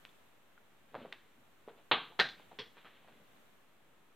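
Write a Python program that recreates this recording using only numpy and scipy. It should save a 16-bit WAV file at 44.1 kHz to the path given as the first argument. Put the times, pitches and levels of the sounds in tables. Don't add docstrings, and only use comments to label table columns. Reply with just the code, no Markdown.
import sys
import numpy as np
from scipy import signal
from scipy.fft import rfft, irfft
from scipy.io import wavfile
from scipy.ndimage import uniform_filter1d

SR = 44100
rng = np.random.default_rng(int(sys.argv[2]) if len(sys.argv) > 2 else 0)


def materialize(psi):
    bounded = np.clip(np.atleast_2d(psi).T, -1, 1)
    quanta = np.round(bounded * 32767).astype(np.int16)
    wavfile.write(sys.argv[1], SR, quanta)


def attenuation_scalar(level_db):
    decades = np.asarray(level_db, float) / 20
    return 10 ** decades


N = 183015

# (frequency [Hz], level [dB])
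AIR_SPECTRUM = [(30, -21), (100, -2.5), (220, -1), (600, -4.5), (1500, -7), (3000, -15.5), (4200, -23.5),
                (5000, -34.5)]
# (frequency [Hz], level [dB])
HISS_SPECTRUM = [(20, -8.5), (200, 1), (1000, -1.5), (3500, -6.5), (4800, -14.5), (13000, -14),
                 (16000, -21.5)]
# (frequency [Hz], width [Hz], level [dB])
HISS_DIPS = [(5100, 1600, -3), (10020, 780, -10), (14850, 250, 5)]
# (time [s], level [dB])
GAIN_DRIFT = [(0, 4), (.4, 0), (1, 0), (1.9, 0.5), (2.399, 3), (3, 0), (3.4, 3), (3.7, -1), (4.15, -1.5)]
# (frequency [Hz], level [dB])
MICROPHONE_RESPONSE = [(40, -39.5), (150, -8), (1000, -3.5), (4050, 1), (4500, -6), (5800, -19.5),
                       (10000, -36), (16000, -48)]
# (frequency [Hz], decay time T60 [s])
ROOM_DECAY = [(200, 0.44), (600, 0.24), (1500, 0.36), (3300, 0.35), (8000, 0.43), (13000, 0.16)]
# (frequency [Hz], level [dB])
LANDING_PATHS = [
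    [(100, -3), (330, -5), (650, 2.5), (2200, 2.5), (4200, -4.5), (5200, -16.5), (7500, -3.5),
     (15000, -19.5)],
    [(70, 1.5), (280, -3.5), (450, -4), (1900, 2.5), (2800, 4.5), (5000, 5.5), (9000, -3.5), (13000, 2.5)],
    [(150, -9.5), (1100, -2.5), (3300, 0.5), (4300, -3), (5300, -1.5), (7000, -7), (9000, -15),
     (15000, -14)],
]

# (strongest moment [s], length [s], dull folds [dB], bright grain [dB])
RUSTLES = [(1.011, 0.088, -45, -59.5), (1.692, 0.021, -69, -61.5), (1.786, 0.037, -59, -68),
           (2.111, 0.027, -52, -73), (2.399, 0.074, -58.5, -63), (2.522, .05, -64, -69),
           (2.785, 0.038, -84, -63.5), (2.872, 0.022, -66, -66), (2.954, .16, -66, -66),
           (3.131, 0.13, -58.5, -77.5), (3.216, 0.04, -59, -93), (3.366, 0.13, -64, -77.5)]
# (time [s], blow [dB], pitch [Hz], swings before it dies [count])
FINGER_THUMPS = [(.937, -40, 600, 4.8), (.9442, -21, 770, 3), (.9508, -24.5, 750, 4.6),
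                 (.9527, -14.5, 800, 1.34), (.9595, -27, 490, 6.3), (.9680, -38, 634, 3.4),
                 (1.0003, -47, 460, 4.5), (1.0070, -38, 630, 4.9), (1.0160, -34, 493, 4.7),
                 (1.0255, -41, 480, 4.5), (1.0505, -28.5, 503, 7.2), (1.0570, -24.5, 625, 1.5),
                 (1.378, -54, 253, 24), (1.402, -52, 100, 8.4), (1.6772, -29.5, 450, 8.2),
                 (1.6845, -28.5, 767, 3.8), (1.780, -46, 480, 5.3), (1.787, -44, 587, 9),
                 (2.114, -40.5, 295, 4.1), (2.122, -41.5, 800, 11), (2.398, -36, 770, 4.5),
                 (2.510, -50, 800, 6.4), (2.5148, -39, 790, 8.5), (2.519, -35, 770, 5.8),
                 (2.526, -43, 604, 2.7), (2.5305, -33, 437, 2.2), (2.768, -43.5, 445, 5.9),
                 (2.848, -38.5, 344, 2.2), (3.046, -48, 745, 14)]
# (time [s], blow [dB], pitch [Hz], ring T60 [ms], tick [dB])
NAIL_CLICKS = [
    (0.0514, -25.5, 3080, 1.34, 9),
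    (0.0908, -55, 3470, 15, -12),
    (0.578, -47.5, 1430, 16, -10),
    (1.1251, -28.5, 1920, 5.8, 8),
    (1.1256, -38, 3640, 7.8, -7),
    (1.1277, -24, 2660, 2.14, 11),
    (1.135, -38, 1000, 3.8, -10),
    (1.1438, -49, 2680, 12, -17),
    (1.145, -50, 2040, 11, -12),
]
# (time [s], blow [dB], pitch [Hz])
FLOOR_RATTLE = [
    (2.7698, -40, 1360),
    (2.77, -48.5, 3000),
    (2.847, -37, 1440),
    (2.848, -49.5, 3180),
    (2.856, -42, 1600),
    (2.865, -48, 1490),
    (3.077, -37, 800),
]

# (time [s], blow [dB], contact
# pitch [Hz], tick [dB])
DESK_CONTACTS = [
    (1.9137, -6.5, 1310, -32.5),
    (1.9172, -3, 3000, -17),
    (1.9192, -8.5, 960, -28.5),
    (1.9206, -7, 3240, -25),
]
BOUNCE_CONTACTS = [
    (2.1903, -33.5, 2930, 7.5),
    (2.1930, -12, 1183, -21),
    (2.1939, -18.5, 3570, -15),
    (2.1960, -15.5, 1850, 0.5),
    (2.1985, -8.5, 3750, -1),
    (2.2007, -6.5, 1666, -10),
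    (2.2030, -9.5, 1600, -9.5),
    (2.2085, -31, 1793, -9),
    (2.2155, -13, 2560, -5.5),
    (2.2225, -22.5, 2188, -19.5),
]
LATE_BOUNCE_CONTACTS = [
    (2.255, -22.5, 1830, -18),
    (2.288, -32.5, 4130, 6),
    (2.296, -34, 1950, -2),
    (2.316, -50, 3800, 10),
    (2.33, -44, 1900, -3),
]
REBOUND_CONTACTS = [
    (2.5884, -23.5, 3120, 0.5),
    (2.5910, -26, 3300, 8.5),
    (2.5960, -22, 3570, -20),
    (2.608, -48, 3300, 0),
]
# (frequency [Hz], width [Hz], level [dB])
DESK_TOP_MODES = [(466, 47, 8.5), (800, 190, -1.5), (1150, 100, 0.5), (1577, 18, 0), (2930, 90, -33),
                  (3240, 330, -3), (3800, 500, -5.5)]
DESK_EDGE_MODES = [(480, 29, 0.5), (737, 290, 6), (787, 84, 0.5), (1600, 64, 9), (1850, 140, 3.5),
                   (3300, 350, -11.5), (3800, 220, -1.5), (4100, 62, -1), (6400, 430, -5),
                   (12400, 3900, 0.5)]
FLOOR_BOARD_MODES = [(163, 250, 9), (463, 37, 16.5), (1000, 320, -4), (1950, 690, -5.5), (3300, 74, 0),
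                     (5190, 250, -3)]


def read(points, hz):
    f, value = np.transpose(points)
    return np.interp(np.log(hz + 1), np.log(f + 1), value)


def evened(x):
    return x / np.sqrt(np.mean(x ** 2) + 1e-20)


def add(mix, s, sound):
    part = mix[round(s * SR):][:len(sound)]
    part += sound[:len(part)]


def ring(hz, t60, size=2048, rise=1e-5):
    t = np.arange(size) / SR
    return attenuation_scalar(-60 * t / t60) * np.sin(2 * np.pi * hz * t) * (1 - np.exp(-t / rise))


def causal(points, size=4096):
    hz = abs(np.fft.fftfreq(size, 1 / SR))
    log_gain = np.log(attenuation_scalar(read(points, hz)))
    phase = -signal.hilbert(log_gain).imag
    return np.fft.ifft(np.exp(log_gain + 1j * phase)).real[:size // 2]


def noise(db, count=1):
    hz = np.fft.rfftfreq(N, 1 / SR)
    spectrum = rfft(rng.standard_normal((count, N))) * attenuation_scalar(db(hz))
    return evened(irfft(spectrum, N))


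def room_air():
    return attenuation_scalar(-71.5) * noise(lambda hz: read(AIR_SPECTRUM, hz) - 60 * (hz > 6000))


def circuit_hiss():
    def level(hz):
        dips = sum(db / (1 + (2 * (hz - f) / width) ** 2) for f, width, db in HISS_DIPS)
        return read(HISS_SPECTRUM, hz) + dips

    gain_db = np.interp(np.arange(N) / SR, *np.transpose(GAIN_DRIFT))
    return attenuation_scalar(-69.5 + gain_db) * noise(level, count=2)


def echoes(dryness=0.66, gap=0.00085, swell=0.0062, early_db=8, early_s=0.0097, size=20000):
    taps, t = np.zeros(size), np.arange(size) / SR
    slots = np.arange(0, size - 16, 16)
    place, sign, uneven = rng.random((3, len(slots)))
    taps[slots + (16 * place).astype(int)] = np.sign(sign - .5) * attenuation_scalar(-12 * uneven)
    hz, spectrum = np.fft.rfftfreq(size, 1 / SR), rfft(taps)
    centres = np.array(ROOM_DECAY)[:, 0]
    tail = np.zeros(size)
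    for row, (_, t60) in zip(np.eye(len(centres)), ROOM_DECAY):
        share = read(np.transpose([centres, row]), hz)
        tail += irfft(spectrum * share, size) * attenuation_scalar(-60 * dryness * t / t60)
    onset = np.clip((t - gap) / swell, 0, 1)
    near_walls = 1 + attenuation_scalar(early_db) * np.exp(-t / early_s)
    tail = tail * onset * near_walls
    return tail / np.linalg.norm(tail)


def sweater():
    t, out = np.arange(N) / SR, np.zeros(N)
    rise_db, folds_fall_db, grain_fall_db = 15.5, 20.5, 11.5
    strength = attenuation_scalar(3.0 * np.minimum(rng.exponential(1, N), 4))
    caught = rng.random(N) < 800 / SR
    grains = rng.standard_normal(N) * (.5 + strength * caught)
    fold_modes = ring(240, 0.016, rise=0.002) + .25 * ring(90, 0.044) + 0.45 * ring(500, .012)
    fibre_modes = ring(1600, .0016) - ring(3200, .0014)
    folds = evened(signal.fftconvolve(grains, fold_modes)[:N])
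    rubbing = evened(signal.fftconvolve(grains[::-1], fibre_modes)[:N])
    for s, length, folds_db, grain_db in RUSTLES:
        before, after = np.maximum(s - t, 0) / length, np.maximum(t - s, 0) / length
        out += attenuation_scalar(folds_db - rise_db * before - folds_fall_db * after) * folds
        out += attenuation_scalar(grain_db - rise_db * before - grain_fall_db * after) * rubbing
    return out


def contact(db, hz, ring_ms, tick_db, echo_db, rise=0.061):
    knock = ring(hz, max(ring_ms, .5) / 1000, rise=rise / hz)
    knock[:2] += attenuation_scalar(tick_db) * np.array([1, -1])
    room = echoes(gap=0.0027, swell=0.0038, early_db=7.5, early_s=0.012)
    wet = attenuation_scalar(echo_db) * signal.fftconvolve(knock, room)
    add(wet, 0, knock)
    return attenuation_scalar(db) * wet


def finger_thumps(mix):
    for s, db, hz, swings in FINGER_THUMPS:
        add(mix, s, contact(db, hz, 1000 * swings / hz, tick_db=-19.5, echo_db=-3, rise=.15))


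def nail_clicks(mix):
    for s, db, hz, ring_ms, tick_db in NAIL_CLICKS:
        add(mix, s, contact(db, hz, ring_ms, tick_db, echo_db=-9.5))


def floor_rattle(mix):
    for s, db, hz in FLOOR_RATTLE:
        add(mix, s, contact(db, hz, ring_ms=2.2, tick_db=-7, echo_db=6.4))


def landing(mix, rows, modes, body_db, echo_db, dryness, path):
    start, wet = rows[0][0], np.zeros(32000)
    wood = sum(attenuation_scalar(db) * width / 100 * ring(hz, 2.2 / width, size=4000) for hz, width, db in modes)
    for s, db, hz, tick_db in rows:
        grit = np.diff(rng.standard_normal(4001)) * ring(82, 0.019, size=4000)
        push = ring(hz, 3.44 / hz, size=4000, rise=0.21 / hz)
        blow = attenuation_scalar(db) * (push + attenuation_scalar(tick_db) * grit + attenuation_scalar(body_db) * wood)
        add(wet, s - start, blow)
        add(wet, s - start, attenuation_scalar(echo_db) * signal.fftconvolve(blow, echoes(dryness)))
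    add(mix, start, signal.fftconvolve(wet, causal(path)))


def coin_drop(mix):
    desk_path, edge_path, floor_path = LANDING_PATHS
    landing(mix, DESK_CONTACTS, DESK_TOP_MODES, body_db=-22.5, echo_db=-1.0, dryness=1.0, path=desk_path)
    landing(mix, BOUNCE_CONTACTS + LATE_BOUNCE_CONTACTS, DESK_EDGE_MODES,
            body_db=-25, echo_db=-4.0, dryness=1.26, path=edge_path)
    landing(mix, REBOUND_CONTACTS, FLOOR_BOARD_MODES, body_db=-19, echo_db=-0.2, dryness=1.26, path=floor_path)


def scene():
    near = sweater()
    finger_thumps(near)
    nail_clicks(near)
    floor_rattle(near)
    coin_drop(near)
    heard = signal.fftconvolve(near, causal(MICROPHONE_RESPONSE))[:N]
    return (heard + room_air()) * np.ones((2, 1))


def narrowed(x):
    centre, difference = x[0] + x[1], x[0] - x[1]
    mid, side = signal.stft([centre, difference], nperseg=512)[2]
    mid_power = uniform_filter1d(abs(mid) ** 2, size=24, axis=0)
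    side_power = uniform_filter1d(abs(side) ** 2, size=24, axis=0)
    kept = mid_power < attenuation_scalar(2 * 27) * side_power.mean(1, keepdims=True)
    difference = signal.istft(side * np.maximum(kept, attenuation_scalar(-31.5)), nperseg=512)[1][:N]
    return (centre + np.outer([1, -1], difference)) / 2


def band_limit(x):
    return signal.sosfilt(signal.butter(12, 15900, fs=SR, output="sos"), x)


def record(dry):
    mix = narrowed(dry + circuit_hiss()) - .00049
    return band_limit(mix)


dry = scene()
out = record(dry)
materialize(out)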